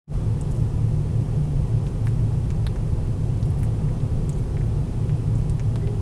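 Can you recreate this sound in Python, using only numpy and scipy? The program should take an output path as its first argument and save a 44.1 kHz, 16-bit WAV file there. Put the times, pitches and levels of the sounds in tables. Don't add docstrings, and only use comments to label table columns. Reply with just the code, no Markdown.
import sys
import numpy as np
from scipy import signal
from scipy.fft import rfft, irfft, next_fast_len
from scipy.io import wavfile
from scipy.ndimage import map_coordinates

SR = 44100
rng = np.random.default_rng(int(sys.argv[2]) if len(sys.argv) > 2 else 0)


def unload_wav(signal):
    wavfile.write(
        sys.argv[1],
        SR,
        np.round(np.clip(np.atleast_2d(signal).T, -1, 1) * 32767).astype(np.int16),
    )


N = 265041
TIME = np.arange(N) / SR
TOP_HZ = 15700


def amp(db):
    return 10 ** (np.asarray(db) / 20)


def unit_rms(x):
    return x / np.sqrt(np.mean(x ** 2) + 1e-20)


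def curve_at(points, hz):
    freqs, values = np.transpose(points)
    return np.interp(np.log(hz + 1), np.log(freqs + 1), values)


def wobble(rate):
    return map_coordinates(rng.standard_normal(int(N * rate / SR) + 4), [TIME * rate])


def equalise(x, gain_at):
    size = next_fast_len(N + SR // 2)
    return irfft(rfft(x, size) * gain_at(np.fft.rfftfreq(size, 1 / SR)), size)[:N]


def room_noise(spectrum, ripple_db=1.9, ripple_hz=22):
    modes = rng.standard_normal(SR // 4)

    def colour(hz):
        ripple = ripple_db * np.interp(hz / ripple_hz, np.arange(len(modes)), modes)
        return amp(curve_at(spectrum, hz) + ripple * (hz > 500))
    return unit_rms(equalise(rng.standard_normal(N), colour))


def wavering_tone(pitch_hz, width_hz):
    white = rng.standard_normal(N)
    return unit_rms(equalise(white, lambda hz: 1 / (1 + (2 * (hz - pitch_hz) / width_hz) ** 4)))


# frequency in Hz, relative level in dB.
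RUMBLE_SPECTRUM = [(8, -16), (20, -9.5), (29, -3.5), (48, -4.5), (60, -6), (95, -5), (125, -10.5), (142, 1),
                   (156, -4), (171, -12.5), (186, -14.5), (205, -20.5), (300, -48), (600, -84)]
AIR_SPECTRUM = [(120, -4), (215, -1.5), (262, 2), (305, -7.5), (345, -1.5), (430, -5), (510, -9.5),
                (570, -13.5), (760, -16), (1150, -22.5), (1450, -27.5), (2700, -32.5), (4500, -42.5),
                (9000, -70)]
HISS_SPECTRUM = [(500, -23), (1900, -1), (3000, 3), (3900, 1.5), (5400, 3.5), (6900, 1), (8700, 3),
                 (16000, -1)]
# pitch in Hz, bandwidth in Hz, level in dB.
DRONE = (111, 10.5, -27)


def ventilation(rumble_db=-24, air_db=-36, hiss_db=-55):
    drone_hz, width_hz, drone_db = DRONE
    drone = amp(drone_db) * wavering_tone(drone_hz, width_hz)
    waver_db = 0.41 * wobble(2.354) + 0.16 * wobble(12)
    rush = amp(air_db + waver_db) * room_noise(AIR_SPECTRUM)
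    rumble = amp(rumble_db) * room_noise(RUMBLE_SPECTRUM)
    hiss = amp(hiss_db) * room_noise(HISS_SPECTRUM)
    return rumble + drone + rush + hiss


# centre in seconds, length in seconds, pitch in Hz,
# bandwidth in Hz, level in dB.
TONE_SWELLS = [(5.90, 0.15, 407, 24, -37.5), (5.94, 0.11, 830, 65, -50.5), (5.84, 0.067, 2010, 170, -57.5)]


def faint_tones():
    out = np.zeros(N)
    for centre, length, hz, width_hz, db in TONE_SWELLS:
        swell = np.exp(-2 * ((TIME - centre) / length) ** 2)
        out += amp(db) * swell * wavering_tone(hz, width_hz)
    return out


def add(track, start, sound):
    part = track[max(round(start * SR), 0):][:len(sound)]
    part += sound[:len(part)]


# frequency in Hz, seconds to decay by 60 dB.
WALL_DECAY = [(300, .12), (2000, 0.16), (12000, 0.05)]
# delay in seconds, gain in dB.
EARLY_ECHOES = [(0.0034, -9.5), (0.0046, -13), (0.0064, -8.5)]


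def reflections(x, near_db=-11, near_t60=0.073, walls_db=-14, predelay_s=0.0026):
    hz, t, bands = signal.stft(rng.standard_normal(SR // 4), SR, nperseg=256)
    decay = amp(-60 * t / curve_at(WALL_DECAY, hz)[:, None])
    tail = signal.istft(bands * decay, SR, nperseg=256)[1]
    near = rng.standard_normal(len(tail)) * amp(-60 * TIME[:len(tail)] / near_t60)
    impulse = amp(near_db) * near / np.linalg.norm(near) + amp(walls_db) * tail / np.linalg.norm(tail)
    out = np.zeros(N)
    add(out, predelay_s, signal.fftconvolve(x, impulse))
    for delay, db in EARLY_ECHOES:
        add(out, delay, amp(db) * x)
    return out


def pop(hz, width_hz):
    t = TIME[:SR // 100]
    age = np.pi * width_hz * t
    envelope = (age * np.exp(1 - age)) ** 2
    return envelope * np.sin(2 * np.pi * hz * t)


# start in seconds, pitch in Hz,
# Q (pitch over resonance width), level in dB.
TONGUE_LIFTS = [ (0.4124, 8300, 4.9, -26.5), (1.867, 3100, 2.2, -33.5), (3.4288, 4300, 1.7, -31),
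                (3.5039, 10700, 6, -33), (3.8854, 1880, 4.3, -40), (4.0029, 3100, 2, -38),
                (4.3291, 6500, 10, -38), (4.5691, 1970, 2.7, -33), (4.6109, 1890, 4.5, -39),
                (5.0948, 1700, 0.81, -30), (5.3548, 7700, 5.1, -37.5), (5.8733, 2700, 1.5, -30.5), ]


def tongue_ticks():
    out = np.zeros(N)
    for start, hz, q, db in TONGUE_LIFTS:
        add(out, start, amp(db) * pop(hz, hz / q))
    return out


# centre in seconds, length in seconds,
# crackle pitch in Hz, level of a typical snap in dB.
TONGUE_STROKES = [ (0.516, 0.010, 10100, -48.5), (0.575, 0.060, 9600, -48.5), (1.874, 0.027, 8000, -52),
                  (2.070, 0.040, 11000, -47), (3.460, 0.015, 11000, -52), (3.599, 0.020, 13000, -46),
                  (3.64, 0.052, 11500, -49), (4.387, 0.040, 9500, -50.5), (4.672, 0.025, 13500, -60),
                  (5.377, 0.035, 10500, -54), ]


def lick_crackle(threads=40, scatter_db=7, max_boost_db=8, pitch_spread=0.23, width_hz=2200):
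    out = np.zeros(N)
    for centre, length, hz, db in TONGUE_STROKES:
        for offset, detune, size in rng.standard_normal((threads, 3)):
            gain = amp(db + min(scatter_db * size, max_boost_db))
            snap = pop(hz * np.exp(pitch_spread * detune), width_hz)
            add(out, centre + offset * length / np.pi, gain * snap)
    return out


def bubble(hz, q, overtone_ratio=2.9, overtone_db=-1.5):
    overtone_hz = overtone_ratio * hz
    overtone = amp(overtone_db) * pop(overtone_hz, overtone_hz / q)
    return pop(hz, hz / q) + (overtone_hz < TOP_HZ) * overtone


# start in seconds, cavity pitch in Hz, cavity level in dB,
# bubble pitch in Hz, bubble Q, bubble level in dB, snap level in dB.
MOUTH_OPENINGS = [ (2.0705, 1460, -23, 3700, 2.8, -34.5, -34), (2.5044, 2130, -31, 6400, 5, -35, -38),
                  (2.6671, 1300, -24, 3850, 5.8, -25.5, -43), (2.76, 1300, -30.5, 6800, 3.1, -40, -48),
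                  (3.6323, 1600, -30, 10500, 4, -32, -23), (4.2940, 4380, -29, 7900, 4.5, -24, -26),
                  (5.4972, 3900, -31.5, 8700, 7.3, -30.5, -35), (5.5960, 1900, -28.5, 6400, 5.5, -34, -47),
                  (5.7579, 940, -26.5, 3480, 2, -28, -46), ]


def lip_smacks(cavity_q=1.26, snap_hz=12400, snap_q=4.3):
    out = np.zeros(N)
    snap = pop(snap_hz, snap_hz / snap_q)
    for start, cavity_hz, cavity_db, bubble_hz, bubble_q, bubble_db, snap_db in MOUTH_OPENINGS:
        cavity = amp(cavity_db) * pop(cavity_hz, cavity_hz / cavity_q)
        burst = amp(bubble_db) * bubble(bubble_hz, bubble_q)
        add(out, start, cavity + burst + amp(snap_db) * snap)
    return out


def scene():
    mouth = lip_smacks() + tongue_ticks() + lick_crackle()
    return (mouth + reflections(mouth) + ventilation() + faint_tones())[None]


# frequency in Hz, gain in dB.
MICROPHONE_EQ = [(9600, 0.5), (10600, -2), (11400, -8), (13000, -14), (15600, -18)]
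# time in seconds, gain in dB.
FADE_IN = [(0, -90), (0.068, -63), (0.08, -18.5), (0.11, -6.5), (0.14, 0.5), (0.17, 0)]


def record(dry):
    dulled = equalise(dry[0], lambda hz: amp(curve_at(MICROPHONE_EQ, hz)))
    faded = dulled * amp(np.interp(TIME, *np.transpose(FADE_IN)))
    return equalise(faded, lambda hz: hz < TOP_HZ)[None]


dry = scene()
out = record(dry)
unload_wav(out)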